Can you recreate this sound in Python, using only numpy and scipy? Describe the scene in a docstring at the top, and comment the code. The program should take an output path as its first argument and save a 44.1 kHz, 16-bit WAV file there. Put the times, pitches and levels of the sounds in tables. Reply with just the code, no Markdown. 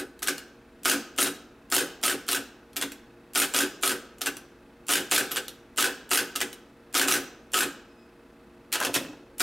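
"""An electric type-ball typewriter, heard close up in a small room. Its motor hums from the start.
A few words are typed: each key trips a cam, which fires a quick volley of steel blows that rattle
and ring the carrier (the part that carries the ball), the rack and the case. Near 8 seconds the belt
slips and squeals faintly. Then the carrier returns, the paper moves up, and one more letter begins.
All along, a limiter flattens each volley."""
import sys
import numpy as np
from scipy import signal
from scipy.fft import rfft, irfft
from scipy.io import wavfile
from scipy.ndimage import uniform_filter1d

SR = 44100
rng = np.random.default_rng(int(sys.argv[2]) if len(sys.argv) > 2 else 0)


def generate_wav(signal):
    """Clip the signal to [-1, 1] and save it as 16-bit WAV at the path in sys.argv[1]."""
    frames = np.transpose(np.atleast_2d(signal))
    scaled = np.clip(frames, -1, 1) * 32767
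    pcm = np.round(scaled).astype(np.int16)
    wavfile.write(sys.argv[1], SR, pcm)


N = 415422

# The hum of the motor and its belt. Each row: pitch in Hz, level in dB.
HUM_TONES = [(58.6, -68), (120, -71.5), (234, -62.5), (281, -63), (354, -62), (469, -63), (645, -70.5),
             (840, -73.5), (942, -83)]
# The tone colour of the motor's whirr. Each row: frequency in Hz, relative level in dB.
WHIRR_COLOUR = [(15, -29.5), (33, -8), (80, -13), (130, -11.5), (230, -5.5), (370, -9.5), (520, -13),
                (850, -17.5), (1500, -17), (2600, -26.5), (4000, -30.5), (6500, -37.5), (10000, -39),
                (16000, -44)]
# The belt chirps on its pulley: pitch in Hz, level in dB, depth of the pulsing.
BELT_CHIRP = (2585, -71.5, .9)
# The tone colour of a steel clack. Each row: frequency in Hz, relative level in dB.
STEEL_COLOUR = [(40, -34), (130, -26.5), (280, -5), (600, -2.5), (950, -4), (1600, 2), (2100, -3.5),
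                (2900, 2), (4500, -3.5), (6300, -4), (8800, -4.5), (10200, -6.5), (13000, -8.5),
                (15800, -17)]
# The notes each part rings with. Each row: pitch in Hz, level in dB, seconds to fade by 60 dB.
PART_NOTES = {"carrier": [(1272.6, 1, 0.2), (1287, 0.5, 0.28), (1440, 5, .07), (719, -2.5, .12),
              (670, -21.5, 0.088), (1168, -10, 0.05)], "rack": [(1569, 9, 0.021), (1507, -4, 0.12),
              (1580, -22.5, 0.076), (1690, -14, 0.21), (1825, -7, 0.042), (2540, -5.5, 0.062),
              (796, -21.5, 0.32)], "ball": [(9430, -1, 0.091), (8640, -10.5, 0.064), (10821, -8, .14),
              (12900, -7.5, .15), (11300, -15, .12), (8700, -4, 0.11)], "stop": [(1000, -2, 0.075),
              (810, -2, .06), (1140, -8, 0.068), (624, -2.5, 0.07), (1600, 4, 0.04)],
              "ratchet": [(2600, 8, 0.053), (3200, -13, 0.052), (2480, 2, 0.052), (3420, 0, 0.1)],
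              "base": [(122, -3, .2), (160, -7, 0.27), (220, -13, .15), (291, 5.5, 0.34), (440, -11, .15),
              (535, -6.5, 0.67)], "pawl": [(7460, 3, 0.012), (8370, -2, 0.0051), (9080, -1.5, 0.021),
              (3300, -17.5, 0.084)], "spring": [(12440, 5, 0.031), (12500, 4.5, .06), (11700, 7, 0.15)],
              "case": [(281, 1, 0.18), (320, -9.5, 0.087), (372.6, 1, 0.14), (230, -16.5, 0.3),
              (477.5, -9.5, 0.22), (516.8, -10, 0.16), (129, -18, .17), (170.8, -22, 0.42)]}

# The typed letters. Each row: strike time in seconds, force in dB, stretch factor for the timing of
# its blows, added brightness in dB per octave, extra ring of the ball in dB.
LETTER_KEYS = [(-.05, -1.5, 1.05, 2, -11), (.8962, 0.5, 0.98, -0.05, -7), (1.2271, -2, 1.01, 0, 12),
               (1.7637, -.5, 0.98, 0, 10), (2.0787, -3, 1.02, -0.1, 9.5), (2.3296, -4, 1.003, -0.1, 5.5),
               (3.399, -1, 1.02, 0.3, 11.5), (3.5875, -1, 1.015, -0.3, 5.5), (3.8759, -2, 1.01, -0.1, 7.5),
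               (4.935, 0, 1.065, -0.3, 8), (5.1613, .5, 1.01, -.2, 3.5), (5.8241, 0, 1, -0.5, -10.5),
               (6.1561, -1, 1.01, -0.3, 10), (6.9948, 1, 1.074, -.7, -8), (7.1221, -.5, .96, 0.4, 4),
               (7.587, -1.5, 1.084, -0.4, 6), (9.4455, 2, 1, 1, -7)]
# The blows of a letter. Each row: seconds from the strike, clack level in dB, rattle fade in seconds,
# brightness in dB per octave, thump of the case in dB, the part that rings, its ring level in dB.
LATCH = (-.064, -40.5, .002, 5.5, -66, "pawl", -50)
CLUTCH = (-.0485, -27.5, .0045, .5, -51.5, "pawl", -18.5)
BALL_TILT = (-.042, -18.5, 0.0097, .8, -32.5, "carrier", -29.5)
BALL_TURN = (-.025, -23.5, 0.01, 1.2, -41, "ball", -33)
DETENT = (-.009, -22, .002, 0, -36.5, "carrier", -50)  # a catch that locks the ball in place
STRIKE = (0, -13, .002, 1.3, -30, "ball", -35.5)
CARRIER_STEP = (.017, -20.5, 0.013, 2.2, -36.5, "rack", -22)
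BALL_DROP = (.0409, -27.5, .001, -1, -38.5, "pawl", -23.5)  # the ball drops back with a sharp, high tick
BALL_REST = (.043, -37.5, .003, 4, -45, "ball", -43)  # the ball falls back and pings

# The spaces. Each row is like a letter's, but the time is the carrier's step and the spring rings.
SPACE_KEYS = [(0.2823, 1.2, 1.03, 0.52, 6), (2.8221, -0.42, 1.057, 0, 9), (4.268, -0.93, 1, 0, 7),
              (5.3687, 1.1, 1, 0, 16.5), (6.4132, 0, 1, 0, 1)]
# The blows of a space. Each row is like a letter's blow, timed from the carrier's step.
BAR_TRIP = (-.059, -35.5, 0.0071, 1.5, -50.5, "carrier", -43)
BAR_SPRING = (-.053, -25.5, 0.0088, 1.8, -41, "spring", -50.5)
CAM_TURN = (-.033, -45.5, .012, .5, -47, "rack", -55.5)
PAWL_LIFT = (-.009, -26, 0.0071, 0.52, -49, "pawl", -21)
SPACE_STEP = (0, -22.5, 0.0079, .5, -43.5, "rack", -28)
# The space bar clicks when touched and when it comes back up. 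Each row: start in seconds, force in dB.
BAR_CLICKS = [(0.1914, -12), (.380, 0), (2.731, -16), (2.9188, -2), (4.183, -15), (4.368, -2.5),
              (5.481, 2.5), (6.5286, -1.5)]
# One such click: a blow's row without the time.
BAR_BLOW = (-32.5, .0025, 2, -48, "rack", -53.5)

# The slipping belt's note: pitch in Hz, level in dB, overtones in dB compared with the note.
SQUEAL_NOTE = (2528, -69, -3)
# When it slips: start in seconds, end in seconds.
SQUEAL_SPAN = (7.74, 8.2)

# The blows of the carrier's return. Each row is like a letter's blow, timed from the first pull.
RETURN_PULL = (0, -21.5, 0.0077, 2.7, -52, "carrier", -45.5)
RETURN_SLIDE = (0.028, -34.5, 0.078, -3.5, -52, "rack", -39)
RETURN_BRAKE = (.075, -24.5, .003, 3.5, -54, "carrier", -37)
MARGIN_STOP = (.0862, -23.5, .001, -3.5, -39, "stop", -25)
REBOUND = (.099, -29, 0.021, -1, -39, "rack", -35)
UNLATCH = (.122, -20.5, 0.01, .5, -40.5, "ratchet", -37)
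STOP_SHUDDER = (.142, -33, 0.011, -8, -40, "base", -45)  # the whole machine rocks on its base
LINE_FEED = (.2145, -22.5, 0.012, 2.2, -38, "ratchet", -34.5)
FEED_SHUDDER = (.237, -34.5, .015, -8.5, -42, "base", -37)
# A light latch clicks just before the pull and the line feed: a blow's row, timed from each of them.
RETURN_LATCH = (-.0068, -36.5, .003, 2.5, -59, "pawl", -50)

# How long the frame and the room ring on. Each row: frequency in Hz, seconds to fade by 60 dB.
FRAME_FADE = [(200, 0.077), (1500, 0.16), (5000, 0.11), (15000, 0.05)]
ROOM_FADE = [(150, 0.47), (500, 0.98), (1500, 0.61), (3000, 0.53), (6000, 0.5), (10000, 0.25),
             (16000, 0.36)]
# How much left and right differ. Each row: frequency in Hz, gain of the difference in dB.
STEREO_WIDTH = [(50, -54), (120, -41.5), (280, -49.5), (550, -21), (1100, -19), (2200, -16.5), (4500, -9.5),
                (8000, -12.5), (12000, -30), (16000, -40)]


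def gain_of(db):
    """Turns decibels into a number to multiply by."""
    return 10 ** (np.asarray(db) / 20)


def evened(x):
    """Scales a signal to an average power of 1."""
    return x / np.sqrt(np.mean(x ** 2) + 1e-20)


def look_up(table, hz):
    """Reads between a table's rows, with frequency counted in octaves."""
    row_hz, values = np.transpose(table)
    return np.interp(np.log(hz + 1), np.log(row_hz + 1), values)


def add(mix, start_s, sound):
    """Adds a sound to the mix, cutting off whatever sticks out at either end."""
    start = round(start_s * SR)
    sound = sound[max(-start, 0):]
    part = mix[max(start, 0):][:len(sound)]
    part += sound[:len(part)]


def coloured(x, table):
    """Turns each frequency up or down by a table's decibels."""
    hz = np.fft.rfftfreq(len(x), 1 / SR)
    return irfft(rfft(x) * gain_of(look_up(table, hz)), len(x))


def drift(hz):
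    """A smooth random wobble, up to about hz times a second."""
    rolloff = 1 + (np.fft.rfftfreq(N, 1 / SR) / hz) ** 4
    return evened(irfft(rfft(rng.standard_normal(N)) / rolloff, N))


def motor(pulley_hz=29, waver=0.16, wander_hz=1.2, whirr_db=-56, throb=0.1, flutter_hz=18):
    """The motor hums and whirrs, and the belt chirps faintly at each turn of the pulley."""
    t = np.arange(N) / SR
    turn = np.cos(2 * np.pi * (pulley_hz * t + np.cumsum(drift(2.2)) / SR / 2))
    hum = np.zeros(N)
    for hz, db in HUM_TONES:
        level = np.sqrt(2) * gain_of(db) * (1 + waver * drift(7.9))
        cycles = hz * t + wander_hz * np.cumsum(drift(3.6)) / SR
        hum += level * np.sin(2 * np.pi * cycles)
    whirr = evened(coloured(rng.standard_normal(N), WHIRR_COLOUR)) * (1 + throb * turn)
    hz, db, depth = BELT_CHIRP
    pulses = gain_of(db) * evened(np.exp(2 * depth * turn))
    chirp = pulses * np.sin(2 * np.pi * np.cumsum(hz + flutter_hz * drift(60)) / SR)
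    return hum + gain_of(whirr_db) * whirr + chirp


def steel_click(brightness, size=2048):
    """One sharp click on steel; more brightness tips it toward the treble."""
    hz = abs(np.fft.fftfreq(size, 1 / SR))
    octaves = np.log2(np.maximum(hz, 500) / 4000)
    log_gain = np.log(gain_of(look_up(STEEL_COLOUR, hz) + brightness * octaves))
    spectrum = np.exp(np.conj(signal.hilbert(log_gain)))  # packs the energy at the start
    click = np.fft.ifft(spectrum).real[:size // 2]
    return click / np.linalg.norm(click)


def clack(rattle_s, brightness, contact_s=0.0025, rise_s=0.00088, lever_s=0.0062, size=4096):
    """One hard contact, then loose parts chatter and six small levers ring briefly."""
    t = np.arange(size) / SR
    grains = evened(gain_of(3.5 * np.repeat(rng.standard_normal(size // 32), 32)))
    chatter = gain_of(-1) * grains * np.exp(-t / max(rattle_s, contact_s))
    force = np.exp(-t / contact_s) + chatter
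    pitch, phase = rng.random((2, 6, 1))
    lever_hz = 2000 + 11000 * pitch ** 2
    levers = np.sin(2 * np.pi * (lever_hz * t + phase)).mean(0)
    zing = gain_of(-8) * evened(levers) * np.exp(-t / lever_s)
    shaking = (force * rng.standard_normal(size) + zing) * (1 - np.exp(-t / rise_s))
    return signal.fftconvolve(shaking, steel_click(brightness))


def ring(part, rise_s=0.00086, detune=0.0036, detune_hz=10, size=12000):
    """A struck part rings with its own fading notes, tuned a little differently each time."""
    t = np.arange(size) / SR
    hz, db, fade_s = np.transpose(PART_NOTES[part])[:, :, None]
    shift, phase = rng.standard_normal(hz.shape), rng.random(hz.shape)
    hz = hz + shift * np.maximum(detune * hz, detune_hz)
    notes = gain_of(db - 60 * t / fade_s) * np.sin(2 * np.pi * (hz * t + phase))
    return notes.sum(0) * (1 - np.exp(-t / rise_s))


def blow(clack_db, rattle_s, brightness, thump_db, part, ring_db):
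    """Steel hits steel: a clack, the ring of the struck part, and the slower thump of the case."""
    sound = gain_of(ring_db) * ring(part)
    sound += gain_of(thump_db) * ring("case", rise_s=0.004, detune_hz=3.87)
    add(sound, 0, gain_of(clack_db) * clack(rattle_s, brightness))
    return sound


def knocks(first, count, gap_s, drop_db, duller, thump_drop_db):
    """Repeats a blow's row, each time weaker and duller; negative steps go the other way."""
    start_s, clack_db, rattle_s, brightness, thump_db, part, ring_db = first
    return [(start_s + k * gap_s, clack_db - k * drop_db, rattle_s, brightness - k * duller,
             thump_db - k * thump_drop_db, part, ring_db - k * drop_db) for k in range(count)]


def typing(keys, blows, uneven_db=2.0, jitter_s=.0004):
    """Each key turns the cam once, firing the same blows with slightly uneven timing and force."""
    out = np.zeros(N)
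    for key_s, force_db, stretch, brighter, extra_db in keys:
        for delay_s, clack_db, rattle_s, brightness, thump_db, part, ring_db in blows:
            late, softer = rng.standard_normal(2)
            if part in ("ball", "spring"):
                ring_db += extra_db
            sound = blow(clack_db, rattle_s, brightness + brighter, thump_db, part, ring_db)
            start_s = key_s + delay_s * stretch + jitter_s * late
            add(out, start_s, gain_of(force_db - uneven_db * softer) * sound)
    return out


def letters():
    """Latches trip the clutch, the ball tilts, turns and strikes, and the carrier bounces onward."""
    latches = knocks(LATCH, count=2, gap_s=0.01, drop_db=0, duller=0.5, thump_drop_db=5)
    tilting = knocks(BALL_TILT, count=2, gap_s=.008, drop_db=6.5, duller=-0.3, thump_drop_db=3.8)
    turning = knocks(BALL_TURN, count=2, gap_s=.0078, drop_db=0.6, duller=-2.7, thump_drop_db=-0.7)
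    stepping = knocks(CARRIER_STEP, count=4, gap_s=.0145, drop_db=6.5, duller=2.5, thump_drop_db=-1.46)
    blows = [*latches, CLUTCH, *tilting, *turning, DETENT, STRIKE, *stepping, BALL_DROP, BALL_REST]
    return typing(LETTER_KEYS, blows)


def spaces():
    """The space bar trips its cam, the carrier steps without a strike, and the bar clicks back."""
    turning = knocks(CAM_TURN, count=2, gap_s=0.015, drop_db=-6.5, duller=1.8, thump_drop_db=8)
    stepping = knocks(SPACE_STEP, count=4, gap_s=.0055, drop_db=7, duller=1.3, thump_drop_db=-2.5)
    out = typing(SPACE_KEYS, [BAR_TRIP, BAR_SPRING, *turning, PAWL_LIFT, *stepping])
    for start_s, force_db in BAR_CLICKS:
        add(out, start_s, gain_of(force_db) * blow(*BAR_BLOW))
    return out


def belt_squeal(flutter_hz=12, shimmer=.45):
    """The slipping belt sings one thin, fluttering note that swells and fades."""
    start_s, end_s = SQUEAL_SPAN
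    hz, db, overtones_db = SQUEAL_NOTE
    progress = np.clip((np.arange(N) / SR - start_s) / (end_s - start_s), 0, 1)
    swell = np.sin(np.pi * progress) ** 2
    phase = 2 * np.pi * np.cumsum(hz + flutter_hz * drift(60)) / SR
    overtones = gain_of(overtones_db) * (np.sin(2 * phase) + 0.31 * np.sin(3 * phase))
    return gain_of(db) * swell * (1 + shimmer * drift(45)) * (np.sin(phase) + overtones)


def carrier_return(start_s=8.726):
    """The carrier is jerked back into the margin stop, the paper moves up, and the machine shudders."""
    pulling = knocks(RETURN_PULL, count=4, gap_s=.0095, drop_db=1.4, duller=1.6, thump_drop_db=-3)
    unlatching = knocks(UNLATCH, count=2, gap_s=.02, drop_db=9, duller=5, thump_drop_db=1)
    rocking = knocks(STOP_SHUDDER, count=2, gap_s=.022, drop_db=-1, duller=5, thump_drop_db=2)
    feeding = knocks(LINE_FEED, count=3, gap_s=0.0096, drop_db=-0.5, duller=1.5, thump_drop_db=-2)
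    settling = knocks(FEED_SHUDDER, count=6, gap_s=.042, drop_db=4.5, duller=-0.5, thump_drop_db=2)
    latch_s, *latch = RETURN_LATCH
    latches = [(row[0] + latch_s, *latch) for row in (RETURN_PULL, LINE_FEED)]
    blows = [*latches, *pulling, RETURN_SLIDE, RETURN_BRAKE, MARGIN_STOP, REBOUND,
             *unlatching, *rocking, *feeding, *settling]
    out = np.zeros(N)
    for delay_s, *settings in blows:
        add(out, start_s + delay_s, blow(*settings))
    return out


def echoes(x, fades, size):
    """A wash of echoes: each frequency band stores the power it gets and lets it out as fading noise."""
    hop = size // 4
    slicing = dict(fs=SR, nperseg=size, noverlap=size - hop)
    hz, _, bands = signal.stft(x, **slicing)
    kept = gain_of(-60 * hop / SR / look_up(fades, hz)) ** 2  # share of power left after each hop
    stored = np.array([signal.lfilter([1 - k], [1, -k], abs(band) ** 2) for k, band in zip(kept, bands)])
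    noise = signal.stft(rng.standard_normal(N), **slicing)[2]
    wash = signal.istft(np.sqrt(stored) * noise / np.std(noise), **slicing)[1]
    return np.pad(wash, (size // 2, 0))[:N]


def scene(frame_db=-4.5, room_db=-11, near_width_db=-8):
    """The blows ring in the frame and the room; left and right differ mainly in the room's sound."""
    hits = letters() + spaces() + carrier_return()
    frame = echoes(hits, FRAME_FADE, size=512)
    frame = coloured(frame, [(170, -15), (400, 0.5), (900, 0)])  # steel takes up little bass
    near = hits + gain_of(frame_db) * frame
    around = gain_of(room_db) * echoes(hits, ROOM_FADE, size=1024) + motor() + belt_squeal()
    blurred = echoes(around + gain_of(near_width_db) * near, [(100, 0.032), (16000, .02)], size=256)
    side = coloured(blurred, STEREO_WIDTH)
    return np.array([near + around + side, near + around - side])


def record(dry, limit_db=-21, recovery_db_per_s=110, squeeze=0.51, ceiling=0.26, top_hz=15880):
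    """A fast limiter turns loud volleys down and rounds their peaks; then the highest treble is cut."""
    power = uniform_filter1d((dry ** 2).mean(0), size=180)
    power_db = 10 * np.log10(abs(power) + 1e-12)
    recovery_db = np.arange(N) * recovery_db_per_s / SR
    peak_db = np.maximum.accumulate(power_db + recovery_db) - recovery_db  # jumps up, sinks steadily
    over_db = np.maximum(peak_db - limit_db, 0)
    held = dry / gain_of(squeeze * uniform_filter1d(over_db, size=60))
    rounded = held / (1 + (held / ceiling) ** 4) ** (1 / 4)
    treble_cut = signal.firwin(511, top_hz, window=("kaiser", 8), fs=SR)
    return signal.oaconvolve(rounded, treble_cut[None], "same")


dry = scene()
out = record(dry)
generate_wav(out)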